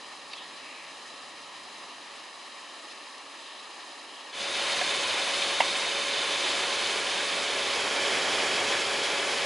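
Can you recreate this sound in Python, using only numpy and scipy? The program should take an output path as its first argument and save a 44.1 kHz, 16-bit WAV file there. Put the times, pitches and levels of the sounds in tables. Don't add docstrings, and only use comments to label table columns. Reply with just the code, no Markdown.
import sys
import numpy as np
from scipy import signal
from scipy.fft import rfft, irfft
from scipy.io import wavfile

SR = 44100
rng = np.random.default_rng(int(sys.argv[2]) if len(sys.argv) > 2 else 0)


def transcribe(u):
    v = np.clip(np.atleast_2d(u).T, -1, 1)
    q = np.round(v * 32767).astype(np.int16)
    wavfile.write(sys.argv[1], SR, q)


N = 416744
TIME = np.arange(N) / SR
FREQ = np.maximum(np.arange(N // 2 + 1) * SR / N, 1)
CLOSE_S = 4.308


def undb(db):
    return 10 ** (np.asarray(db) / 20)


def curves(table):
    times_s, *columns = np.transpose(table)
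    return [np.interp(TIME, times_s, column) for column in columns]


def unit(x):
    return x / np.sqrt(np.mean(x ** 2))


def wander(rate_hz):
    return unit(irfft(rfft(rng.standard_normal(N)) / (1 + (FREQ / rate_hz) ** 4), N))


def spectrum_db(points):
    hz, db = np.transpose(points)
    return np.interp(np.log(FREQ), np.log(hz), db)


def bell(x, centre, width):
    return 2 ** -(2 * (x - centre) / width) ** 2


def noise(direct, diffuse=None, side_db=-15):
    gains = np.array([direct, direct if diffuse is None else diffuse])
    mid, side = irfft(rfft(rng.standard_normal((2, N))) * gains, N)
    return unit(unit(mid) + undb(side_db) * unit(side) * np.array([[1], [-1]]))


# (frequency [Hz], relative density [dB])
MURMUR_SPECTRUM = [(25, -17), (60, -7), (100, -5.5), (170, 2), (260, 5), (500, -25.5)]
# (time [s], level [dB])
MURMUR_FADE = [(1.7, -68.5), (2.5, -84)]


def garden_murmur():
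    return noise(undb(spectrum_db(MURMUR_SPECTRUM)), side_db=-11) * undb(curves(MURMUR_FADE)[0])


# (time [s], length [s], centre [Hz], half-width [Hz], level [dB])
AIRY_SWELLS = [(0.405, 0.098, 3400, 630, -46.5), (0.745, 0.3, 2400, 450, -48.5),
               (.325, .07, 4400, 1100, -50), (2.12, .25, 3000, 2000, -53), (3.503, 0.39, 3300, 700, -54),
               (4.18, 0.19, 3060, 350, -52)]


def airy_swells():
    return sum(noise(bell(FREQ, hz, 2 * half_width_hz)) * bell(TIME, time_s, length_s) * undb(db)
               for time_s, length_s, hz, half_width_hz, db in AIRY_SWELLS)


def strikes(events, modes, rattle, rattle_s):
    out, t = np.zeros(N), TIME[:SR // 8]
    for time_s, level_db, bright_hz, pitch in events:
        ring = 0
        for hz, db, t60_s in modes:
            gain = undb(db) / np.hypot(1, (hz / bright_hz) ** 2)
            ring += gain * np.sin(2 * np.pi * hz * pitch * t) * undb(-60 * t / t60_s)
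        contact = (t == 0) + rattle * rng.standard_normal(len(t)) * np.exp(-t / rattle_s)
        highpass = signal.butter(2, modes[0][0] * pitch * .8, "high", fs=SR, output="sos")
        blow = signal.sosfilt(highpass, signal.fftconvolve(ring, contact)[:len(t)])
        start = int(time_s * SR)
        out[start:start + len(t)] += undb(level_db) * blow / abs(blow).max()
    return out


# (time [s], peak [dB], brightness [Hz], pitch [ratio])
CAN_CLICKS = [(.3325, -32.5, 3000, 1), (.3342, -26, 3200, 1), (.383, -41, 12000, 1),
              (1.415, -45, 16000, 2.2), (3.18, -44, 16000, 2.1)]
# (frequency [Hz], gain [dB], T60 [s])
CAN_MODES = [(2640, 9, 0.022), (3670, 5, .02), (4500, 2, .022), (5470, -8, .02), (8750, -5, .01)]


def oil_can():
    return strikes(CAN_CLICKS, CAN_MODES, rattle=0.19, rattle_s=0.0031)


# (time [s], level [dB], brightness [Hz], pitch [ratio])
BODY_KNOCKS = [(4.8143, -15, 1800, .8), (5.422, -22, 6000, 1.2), (5.6049, -6, 1250, 1.026),
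               (8.18, -22, 3000, 1)]
# (delay [s], gain [dB], brightness [ratio])
KNOCK_CONTACTS = [(-.0016, -6.5, 7), (0, -1, 1), (.0036, -5, 6), (.012, -11, 4)]
# (frequency [Hz], gain [dB], T60 [s])
BODY_MODES = [(756, -6, 0.024), (920, -1.5, 0.023), (2060, 4.5, 0.022), (2700, 1.5, 0.02),
              (3020, -13, 0.022)]


def handling_knocks(pan_db=-3.0):
    blows = [(time_s + delay_s, db + gain_db, bright_hz * hardness, pitch)
             for time_s, db, bright_hz, pitch in BODY_KNOCKS
             for delay_s, gain_db, hardness in KNOCK_CONTACTS]
    knocks = strikes(blows, BODY_MODES, rattle=0.06, rattle_s=0.0037)
    return knocks * undb(np.array([[1], [-1]]) * pan_db / 2)


# (time [s], place [0 chimney, 1 boiler], nearness [dB], left minus right [dB])
LISTENER_PATH = [(4.5, 0, -0.4, 0), (4.9, 0.022, 0.8, -0.5), (5.6, 0.031, 0.46, 0.1),
                 (6.0, 0.0085, -.5, -.8), (6.5, .13, 0.47, -0.5), (7.5, 0.46, -0.7, -.8),
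                 (8.1, 1, 0.5, -1.1), (8.42, 1, 1.25, -.8), (9.25, 0.82, -.5, -.2)]


def along_path(chimney, boiler):
    place = curves(LISTENER_PATH)[0]
    return (1 - place) * chimney + place * boiler


# (frequency [Hz], relative density [dB])
WAKE_SPECTRUM = [(25, -34), (60, -19), (95, -2.5), (130, -5.5), (230, 3.5), (320, 2), (450, -13),
                 (900, -40)]


def wake_rumble(level_db=-53.5, boiler_lift_db=4.5):
    return noise(undb(spectrum_db(WAKE_SPECTRUM))) * undb(level_db + along_path(0, boiler_lift_db))


# (time [s], centre [Hz])
WHISTLE_PITCH = [(4.33, 3430), (4.51, 3650), (5.39, 3520), (5.79, 3660), (6.3, 3510), (7.53, 3570),
                 (8.4, 3350)]


def chimney_whistle(width_hz=190, level_db=-40.5, boiler_shade_db=-9.5):
    phase = 2 * np.pi * np.cumsum(curves(WHISTLE_PITCH)[0]) / SR
    eddies = [noise(bell(FREQ, 0, width_hz), side_db=-34) for _ in range(2)]
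    band = eddies[0] * np.cos(phase) + eddies[1] * np.sin(phase)
    swell_db = 3.8 * bell(TIME, centre=6.38, width=0.23)
    return band * undb(level_db + along_path(0, boiler_shade_db) + swell_db)


# (harmonic [x speed], far level [dB], chimney level [dB], boiler level [dB])
ROTOR_TONES = [(1, -76, -61.5, -54), (2, -64.5, -44.5, -42.5), (3, -71, -76, -49.5), (4, -63, -60, -56.5),
               (5, -82, -59, -56), (6, -73, -51.5, -49), (16, -87, -53.5, -54), (18, -82, -57, -62),
               (21, -68.5, -52, -63), (23, -76, -49.5, -62), (33, -98, -74, -72), (34, -92, -56, -72),
               (35, -90, -60, -72), (36, -90, -81, -66), (37, -72, -72, -68), (38, -75, -81, -59),
               (39, -100, -82, -61)]


def rotor(far_hz=282.2, creep_s=(5.5, 6.7), creep_hz=(279.8, 280.25), drift_hz=0.0903, flutter_hz=0.28):
    steady_hz = np.where(TIME < CLOSE_S, far_hz, np.interp(TIME, creep_s, creep_hz))
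    speed_hz = steady_hz + drift_hz * wander(1.964) + flutter_hz * wander(35)
    phase = 2 * np.pi * np.cumsum(speed_hz) / SR
    wavers = [undb(1.5 * wander(28)) for _ in range(4)]
    harmonics, *levels_db = np.transpose(ROTOR_TONES)
    tones = [np.sqrt(2) * wavers[i % 4] * np.sin(harmonic * phase + rng.uniform(0, 2 * np.pi))
             for i, harmonic in enumerate(harmonics)]
    return undb(levels_db) @ np.array(tones)


def turbulence(air_db, peaks_db, side_db, surge_db=0.28, flicker_db=0.82):
    spectrum = rfft(noise(undb(air_db + peaks_db), undb(air_db), side_db))
    octaves = np.clip(np.log2(FREQ / 500), 0, 4)
    bands = (irfft(spectrum * np.maximum(1 - abs(octaves - k), 0), N) for k in range(5))
    flow = sum(band * undb(flicker_db * wander(26)) for band in bands)
    return flow * undb(surge_db * wander(3.7))


# (frequency [Hz], relative density [dB])
FAR_SPECTRUM = [(30, -40), (100, -28), (170, -21.5), (270, -4.5), (600, -2), (800, -1.5), (1200, 0),
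                (1600, -2), (2800, -4.5), (4000, -4), (5000, -7), (5700, -12), (8600, -18), (11000, -20)]
# (centre [Hz], width [Hz], gain [dB])
FAR_PEAKS = [(1466, 210, -7.5), (1830, 150, 2.5), (2070, 230, -5.5), (2620, 340, 2.5), (3400, 180, -2.5),
             (4500, 200, -3.5), (5830, 330, -4.5), (6600, 450, 2.5)]
# (frequency [Hz], left minus right [dB])
FAR_BALANCE = [(500, -0.4), (1400, -1.5), (2500, 0.8), (4000, 0), (6000, 3.5), (8000, 1)]


def far_rush(level_db=-44, comb_hz=1005, bounce=0.25):
    comb_db = 20 * np.log10(abs(1 + bounce * np.exp(-2j * np.pi * FREQ / comb_hz)))
    hollow_db = sum(db * bell(FREQ, hz, width_hz) for hz, width_hz, db in FAR_PEAKS)
    air = turbulence(spectrum_db(FAR_SPECTRUM), hollow_db + comb_db, side_db=-11)
    balance = undb(np.outer([.5, -.5], spectrum_db(FAR_BALANCE)))
    return irfft(rfft(air) * balance, N) * undb(level_db)


# (frequency [Hz], relative density [dB])
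CHIMNEY_SPECTRUM = [(200, -32.5), (350, -3), (600, 0), (1300, -2.5), (2300, 0), (3800, -1.5), (4800, -4),
                    (5500, -9.5), (7500, -11), (8600, -15.5), (9600, -13), (11000, -18.5)]
# (frequency [Hz], relative density [dB])
BOILER_SPECTRUM = [(200, -25), (370, 1.5), (650, 2), (1300, -0.5), (2300, 0), (3300, -1), (3800, -3),
                   (5200, -4.5), (5700, -8), (7000, -9), (8600, -15.5), (11000, -16)]
# (centre [Hz], width [Hz], gain by chimney [dB], gain by boiler [dB])
AIR_MODES = [(406, 83, 1, 4), (1055, 140, 4, 1), (1740, 150, 0, 2.5), (2320, 350, 2, 4), (2605, 72, 4, 4),
             (2780, 160, -1.5, -2.5), (3026, 240, 5, 3), (3285, 210, 1, 5.5), (3750, 280, 4.5, 1.5),
             (4240, 150, 5, -0.5), (5060, 250, 3, 1.5)]


def close_rush(chimney_db=-29, boiler_db=-28):
    peaks_db = sum(np.outer(db, bell(FREQ, hz, width_hz)) for hz, width_hz, *db in AIR_MODES)
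    chimney = turbulence(spectrum_db(CHIMNEY_SPECTRUM), peaks_db[0], side_db=-15.5) * undb(chimney_db)
    boiler = turbulence(spectrum_db(BOILER_SPECTRUM), peaks_db[1], side_db=-16) * undb(boiler_db)
    return np.sqrt(along_path(0.96, 0)) * chimney + np.sqrt(along_path(0, 0.99)) * boiler


def scene(far_decay_s=0.019, close_rise_s=0.1, whistle_rise_s=0.054):
    far_tones, chimney_tones, boiler_tones = rotor()
    far = far_rush() + far_tones + garden_murmur() + airy_swells() + oil_can()
    _, nearness_db, pan_db = curves(LISTENER_PATH)
    close_air = (close_rush() + wake_rumble()) * undb(nearness_db)
    close = (close_air + along_path(chimney_tones, boiler_tones)) * undb([pan_db / 2, -pan_db / 2])
    since_s = np.maximum(TIME - CLOSE_S, 0)
    far *= np.exp(-since_s / far_decay_s)
    close *= 1 - np.exp(-since_s / close_rise_s)
    whistle = chimney_whistle() * (1 - np.exp(-since_s / whistle_rise_s))
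    return far + close + whistle + handling_knocks()


def record(dry, cutoff_hz=10980):
    return signal.sosfilt(signal.ellip(14, .1, 80, cutoff_hz, fs=SR, output="sos"), dry)


dry = scene()
out = record(dry)
transcribe(out)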